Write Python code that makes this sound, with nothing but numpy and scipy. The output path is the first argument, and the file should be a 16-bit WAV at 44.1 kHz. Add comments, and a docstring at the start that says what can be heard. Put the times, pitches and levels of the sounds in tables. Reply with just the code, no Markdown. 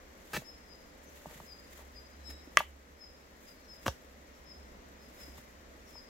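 """Over an outdoor hush, a stone grinds into place in a low ring being laid by hand on an overgrown slope.
Another cracks hard against its neighbour and overloads the right channel; a third lands with a double
knock. Contacts click and ring, crushed grit crackles, the soil thuds, and the slope echoes briefly.
Leaves and clothing rustle, small birds chirp in the trees, and a far engine hums."""
import sys
import numpy as np
from scipy import signal
from scipy.fft import rfft, irfft, next_fast_len
from scipy.io import wavfile

SR = 44100
rng = np.random.default_rng(int(sys.argv[2]) if len(sys.argv) > 2 else 0)


def transcribe(u):
    """Save the signal u as a 16-bit wav file named by the first command-line argument.

    u: samples, shape (n,) or (channels, n), limited to [-1, 1]; the rate is SR.
    q: integer samples, one column per channel.
    """
    v = np.clip(np.atleast_2d(u).T, -1, 1)
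    q = np.round(v * 32767).astype(np.int16)
    wavfile.write(sys.argv[1], SR, q)


N = 268789
T = np.arange(N) / SR


def undb(db):
    """Decibels to gain."""
    return 10 ** (np.asarray(db) / 20)


def unit(x):
    """Scale to rms 1."""
    return x / np.sqrt(np.mean(x ** 2))


def colour(x, points):
    """Filter by a (Hz, dB) curve."""
    hz, db = np.transpose(points)
    size = next_fast_len(x.shape[-1], real=True)
    bins_hz = np.fft.rfftfreq(size, 1 / SR)
    gain = undb(np.interp(np.log(bins_hz + 1), np.log(hz), db))
    return irfft(rfft(x, size) * gain, size)[..., :x.shape[-1]]


def drift(per_s):
    """Random drift of rms 1, with per_s new values a second."""
    levels = rng.standard_normal(N // 10)
    return unit(np.interp(T * per_s, np.arange(len(levels)), levels))


def add(track, start_s, sound):
    """Mix a sound into the track."""
    i = max(int(start_s * SR), 0)
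    track[i:i + len(sound)] += sound[:max(N - i, 0)]


def pan(x, left_db):
    """Place in stereo; left_db is left minus right."""
    return x * undb(np.array([[left_db], [-left_db]]) / 2)


def grains(per_s, spread_db):
    """A stream of tiny fractures of unequal size."""
    size = undb(spread_db * np.minimum(rng.exponential(size=N), 4))
    return unit((rng.random(N) < per_s / SR) * rng.choice([-1, 1], N) * size)


def scatter(x, delay_s, t60_s, points):
    """Diffuse echo from ground and plants: late onset, then decay, unrelated left and right."""
    t = T[:SR]
    envelope = (1 - np.exp(-(t / delay_s) ** 6)) * undb(-60 * t / t60_s)
    echo = colour(rng.standard_normal((2, SR)), points) * envelope / np.sqrt(np.sum(envelope ** 2))
    return signal.fftconvolve(x[None], echo, axes=1)[:, :N]


# Each row: frequency in Hz, relative noise density in dB.
HUSH_SPECTRUM = [(15, -40), (25, -9), (69, -7), (82, -10), (99, -21.5), (240, -10), (359, -15), (552, -13),
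                 (762, -21.5), (1450, -25), (1950, -22), (2850, -29.5), (6050, -34.5), (8810, -50.5),
                 (15500, -47.5)]
# Each row: frequency in Hz, left minus right in dB.
HUSH_BALANCE = [(60, -2), (200, -1.5), (700, -.5), (2400, 3.5), (4400, 0.5), (8000, 14), (15000, -9)]
# Each row: time in seconds, level in dB. The rumble follows 0.7 of the swing about the mean.
RUMBLE_CONTOUR = [(0.0, -62), (0.25, -61), (4.14, -61.5), (5.22, -54), (5.44, -60), (6.09, -60)]

def hush():
    """Distant outdoor noise, narrow in the bass, wide in the treble; its rumble swells and ebbs."""
    mid, side = colour(rng.standard_normal((2, N)), HUSH_SPECTRUM)
    side = colour(side, [(60, -15), (200, -10), (380, -7), (700, 0.5),
                         (1300, 4.5), (2400, -2.5), (8000, 4.5)])
    left = colour(mid + side, [(hz, db / 2) for hz, db in HUSH_BALANCE])
    right = colour(mid - side, [(hz, -db / 2) for hz, db in HUSH_BALANCE])
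    air = np.array([left, right]) / np.std(mid)
    rumble = colour(air, [(700, -10), (2500, -22)])
    contour_db = np.interp(T, *np.transpose(RUMBLE_CONTOUR))
    swell_db = 0.7 * (contour_db - contour_db.mean()) + 0.75 * drift(per_s=7.5)
    return undb(-57) * (air - rumble + rumble * undb(swell_db))


# Each row: peak time in seconds, half width in seconds, rise in dB.
ENGINE_SWELLS = [(2.42, 0.43, 12), (4.45, .25, 7.5), (5.3, .17, 9)]

def engine():
    """A far engine: one low, wavering tone that swells and recedes."""
    hz = 68.1 + 2.59 * drift(per_s=22)
    swell_db = sum(rise_db * np.exp(-((T - peak_s) / width_s) ** 2 / 2)
                   for peak_s, width_s, rise_db in ENGINE_SWELLS)
    rms_db = -65.5 + swell_db + 2.5 * drift(per_s=12)
    tone = np.sqrt(2) * np.sin(2 * np.pi * np.cumsum(hz) / SR)
    return pan(tone * undb(rms_db), left_db=-2)


def whistle(length_s, top_hz, fall_hz, sag, overtone_db, quaver_hz):
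    """A bird's note swells as its pitch sags and lifts; a random quaver, quaver_hz deep, roughens it."""
    progress = np.linspace(0, 1, int(length_s * SR))
    quaver = np.interp(progress, np.linspace(0, 1, 60), rng.standard_normal(60))
    hz = top_hz - fall_hz * np.interp(progress, *np.transpose(sag)) + quaver_hz * quaver
    phase = 2 * np.pi * np.cumsum(hz) / SR
    return np.sin(np.pi * progress ** 1.41) * (np.sin(phase) + undb(overtone_db) * np.sin(2 * phase))


# Pitch contours. Each row: share of the note, share of the fall.
CHIRP_SAG = [(0, 0.51), (.25, .01), (.45, 0), (.8, .95), (1, 0.13)]
SLUR_SAG = [(0, 0.059), (.25, .25), (.55, .8), (.75, 1), (1, .6)]
# Each row: start in seconds, top pitch in Hz, fall in Hz, relative level in dB.
CHIRPS = [ (.429, 5190, 80, -49.5), (.665, 5035, 61, -57), (1.448, 5080, 221, -53),
          (1.925, 4990, 88, -53.5), (2.228, 5200, 111, -48.5), (2.970, 5160, 128, -52),
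          (3.440, 5030, 101, -56.5), (3.665, 5170, 151, -50.5), (4.441, 5186, 123, -51.5),
          (4.975, 5110, 99, -60), (5.168, 5160, 139, -50.5), (5.914, 5170, 220, -49.5), ]
# A farther bird. Each row: start in seconds, top pitch in Hz, relative level in dB, overtone in dB.
SLURS = [(2.135, 4120, -64, -7.5), (3.459, 4490, -74, -17)]
# Each row: start in seconds, top pitch in Hz, relative level in dB.
HOARSE_CALLS = [(1.05, 6220, -61), (3.62, 5750, -67), (4.317, 5550, -70), (5.855, 5600, -60)]

def birds():
    """Birds off to the left, each kind repeating one note, prolonged by the trees."""
    song = np.zeros(N)
    for start_s, top_hz, fall_hz, db in CHIRPS:
        note = whistle(0.1026, top_hz, fall_hz, CHIRP_SAG, overtone_db=-52, quaver_hz=18.6)
        add(song, start_s, undb(db) * note)
    for start_s, top_hz, db, overtone_db in SLURS:
        note = whistle(0.28, top_hz, fall_hz=260, sag=SLUR_SAG, overtone_db=overtone_db, quaver_hz=22)
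        add(song, start_s, undb(db) * note)
    for start_s, top_hz, db in HOARSE_CALLS:
        note = whistle(0.062, top_hz, fall_hz=260, sag=CHIRP_SAG, overtone_db=-40, quaver_hz=268)
        add(song, start_s, undb(db) * note)
    song *= undb(2.5 * drift(per_s=60) - 3)
    trees = scatter(song, delay_s=0.0048, t60_s=0.64, points=[(3000, -1.2), (9000, -1.27)])
    return pan(song, left_db=13) + undb(2) * pan(trees, left_db=3.5)


# Leaves stirred by the worker or shaken by the hard crack.
# Each row: peak time in seconds, rise and fall time constant in seconds, relative level in dB.
LEAF_RUSTLES = [ (1.165, 0.034, -61), (1.33, 0.11, -59), (1.755, 0.077, -61), (2.305, 0.017, -56),
                (2.606, 0.02, -49.5), (3.48, 0.041, -59.5), (5.225, 0.089, -59.5), (5.38, .03, -58.5),
                (5.91, 0.035, -66.5), ]

def brushes(lag_s=0.012, width_s=0.065, shake_db=-24):
    """The rows of LEAF_RUSTLES, plus one for each sliding stone that brushes the leaves."""
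    return LEAF_RUSTLES + [(start_s + lag_s, width_s, db + shake_db) for start_s, _, _, db, _ in SCRAPES]


def leaf_ticks():
    """Four leaves flick free in each brush, each with a tiny high ring of its own."""
    out, t = np.zeros(N), T[:SR // 50]
    for peak_s, width_s, db in brushes():
        for offset, pitch, force in rng.standard_normal((4, 3)):
            hz = np.clip(10500 * np.exp(0.3 * pitch), 4000, 15000)
            tick = np.exp(-t / 0.0007) * np.sin(2 * np.pi * hz * t)
            add(out, peak_s + offset * width_s, undb(db + 2 + 2 * force) * tick)
    return out


# Each row: frequency in Hz, gain in dB.
LEAF_SPECTRUM = [(800, -9), (2000, 6.5), (4000, -27), (7000, 5), (9000, -7.5), (12500, 1.5), (16000, -5)]
CLOTH_SPECTRUM = [(200, -8.5), (600, -9), (2000, 0.5), (3500, 2), (8000, -11.5)]

def rustle():
    """Leaves crackle and cloth rasps with each brush; the leaves stir faintly in between."""
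    swell = np.sqrt(sum((undb(db) * np.exp(-abs(T - peak_s) / width_s)) ** 2
                        for peak_s, width_s, db in brushes()))
    crackle = np.array([grains(per_s=3000, spread_db=0.4) for _ in range(2)])
    leaves = unit(colour(crackle, LEAF_SPECTRUM)) * (swell + undb(-66.5))
    cloth = unit(colour(crackle, CLOTH_SPECTRUM)) * swell * undb(3)
    flicker = undb(1.9 * drift(per_s=90) - 4)
    return pan((leaves + cloth) * flicker + leaf_ticks(), left_db=0.9)


# Each row: start in seconds, relative level in dB, resting pitch in Hz.
THUDS = [ (.377, -30, 122), (1.267, -38, 154), (1.356, -44, 145), (1.404, -43.5, 150), (2.290, -40, 254),
         (2.474, -38.5, 244), (3.864, -28.5, 149), (3.881, -23.5, 62.4), (5.28, -40, 253),
         (5.386, -45, 124.5), ]

def thuds(attack_s=0.00077, yield_s=0.0055, octave_up_db=-31.5):
    """A stone bounces on springy soil; a hard landing stiffens it, and the pitch sinks as it yields."""
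    out, t = np.zeros(N), T[:SR // 4]
    for start_s, db, rest_hz in THUDS:
        hz = rest_hz * (1 + undb(db - octave_up_db) * np.exp(-t / yield_s))
        t60_s = 0.091 * np.sqrt(100 / rest_hz)
        envelope = (1 - np.exp(-t / attack_s)) * undb(db - 60 * t / t60_s)
        add(out, start_s, envelope * np.sin(2 * np.pi * np.cumsum(hz) / SR))
    return colour(out, [(25, -18), (65, -3)])  # trim the deepest bass


# Per stone. Each row: frequency in Hz, level in dB, T60 in seconds.
STONE_MODES = { "rough": [(440, -32, 0.01), (850, -2.5, 0.035), (980, -7, 0.039), (1360, 6, 0.012),
               (1615, 5.5, 0.03), (1740, 1.5, 0.028), (1830, -9, 0.018), (2290, -2, 0.031),
               (2640, -4, 0.031)], "hard": [(646, -12, 0.021), (1020, -15.5, 0.023), (1152, -1.5, 0.028),
               (1644, -5.5, 0.027), (1940, 0, 0.022), (2660, 1.5, 0.011), (3080, 5.5, 0.0054),
               (3020, -22, 0.22), (3340, -18, 0.13)], "heavy": [(238, -11, 0.017), (362, -2.5, 0.02),
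               (557, 3.5, 0.045), (686, -7, 0.039), (915, -0.5, 0.025), (1120, 12.5, 0.014),
               (1470, 3.5, 0.02), (2740, 5.5, 0.012), (5620, 0.5, 0.015)], "small": [(587, -1.5, 0.028),
               (797, -1, 0.029), (893, 0, 0.029), (1130, 0, 0.033)], }

def stone_ring(stone):
    """Impulse response of a stone's well damped modes."""
    t = T[:SR // 5]
    return sum(undb(db - 60 * t / t60_s) * np.cos(2 * np.pi * hz * t)
               for hz, db, t60_s in STONE_MODES[stone])


# Each row: start in seconds, stone, length in seconds, relative level in dB, crackle over ring in dB.
SCRAPES = [ (.333, "rough", 0.043, -34.5, -5.5), (1.284, "small", .05, -57.5, -20),
           (1.786, "small", 0.053, -60, -16), (2.301, "rough", 0.013, -54, -14),
           (2.5846, "hard", 0.015, -41.5, 7.5), (3.8605, "heavy", 0.028, -36.5, -6), ]

def scrapes():
    """Grit crushed between sliding stones crackles and keeps the stone ringing."""
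    out, grit = np.zeros(N), grains(per_s=7000, spread_db=2.5)
    for start_s, stone, length_s, db, crackle_db in SCRAPES:
        crackle = unit(grit[int(start_s * SR):int((start_s + length_s) * SR)])
        ring = signal.fftconvolve(crackle, stone_ring(stone))
        ring *= np.sqrt(len(crackle) / np.sum(ring ** 2))  # same energy as the crackle
        add(out, start_s, undb(db) * ring)
        add(out, start_s, undb(db + crackle_db) * crackle)
    return colour(out, [(200, 7.5), (1500, -5.5), (4000, -1), (7000, -3),
                        (9500, -8.5), (12500, -4), (16000, -8.5)])


# Per stone: gain of the ring over the click in dB, at the reference contact time.
RING_DB = {"rough": -12.5, "hard": -6, "heavy": -5, "small": -14}
# Each row: time in seconds, stone, relative level in dB, contact time in milliseconds.
KNOCKS = [ (0.3457, "rough", -33, 0.054), (.3668, "rough", -24.5, 0.068), (0.3725, "small", -28, 0.35),
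          (.4215, "small", -42, 0.31), (1.2589, "small", -31.5, 0.25), (1.4025, "small", -37.5, .19),
          (1.7935, "small", -42, 0.32), (2.5722, "hard", 2, 0.086), (2.6023, "hard", -23, 0.099),
          (2.6064, "small", -16, 0.18), (3.8651, "heavy", -25.5, 0.081), (3.8808, "heavy", -23, 0.034),
          (3.8820, "heavy", -27, 0.18), (5.3820, "small", -44.5, .19), (5.9560, "small", -42, 0.21), ]

def knocks(reference_ms=0.1):
    """Stone jolts stone: a one-cycle click and a brief ring; longer contact is duller and rings more."""
    out, lead = np.zeros(N), SR // 300
    t_ms = np.arange(-lead, lead) / SR * 1000
    for time_s, stone, db, contact_ms in KNOCKS:
        contact_phase = t_ms / contact_ms
        click = np.sin(contact_phase) * np.exp(-(contact_phase / 3.63) ** 2)
        force = np.exp(-contact_phase ** 2 / 2)
        force *= contact_ms / reference_ms / force.sum()
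        ring = np.convolve(force, stone_ring(stone))
        add(out, time_s - lead / SR, undb(db) * click)
        add(out, time_s - lead / SR, undb(db + RING_DB[stone]) * ring)
    return out


# Echo off ground and slope. Each row: frequency in Hz, gain in dB.
ECHO_SPECTRUM = [(100, -11), (500, 5), (1200, 0), (3000, 8), (6000, 13.5), (15000, 10.5)]

def scene():
    """The stones, echoed by the ground and the slope behind, among birds, leaves and distant noise."""
    stones = knocks() + scrapes()
    ground = undb(-18.5) * scatter(stones, delay_s=0.0063, t60_s=0.13, points=ECHO_SPECTRUM)
    slope = undb(-33.5) * scatter(stones, delay_s=0.034, t60_s=0.27, points=ECHO_SPECTRUM)
    direct = pan(stones, left_db=1.05) + pan(thuds(), left_db=-2)
    return direct + ground + slope + birds() + rustle() + engine() + hush()


# Each row: frequency in Hz, gain in dB.
SNAP_SPECTRUM = [(1200, -27), (2200, 1), (4000, -7.5), (6000, 8.5), (8000, 2.5), (9700, 7), (12500, -8)]

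def overload(x, ceiling):
    """Peaks near the ceiling fold back, adding odd overtones as a bright snap."""
    folded = x / (1 + (x / ceiling) ** 8)
    return x + colour(folded - x, SNAP_SPECTRUM)


def gain_control(x, threshold_db, release_s):
    """A loud sound turns the gain down, and it creeps back up."""
    pole = np.exp(-1 / (release_s * SR))
    power = signal.lfilter([1 - pole], [1, -pole], np.mean(x ** 2, axis=0))
    return x / np.sqrt(1 + power / undb(threshold_db) ** 2)


def record(dry):
    """The hardest crack overloads the right channel and ducks the gain; the top treble is cut off."""
    clipped = np.clip([dry[0], overload(dry[1], ceiling=0.81)], -1, 1)
    ducked = gain_control(clipped, threshold_db=-31.5, release_s=0.53)
    lowpass = signal.ellip(12, 0.2, 90, 15800, fs=SR, output="sos")
    return signal.sosfilt(lowpass, ducked)


dry = scene()
out = record(dry)
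transcribe(out)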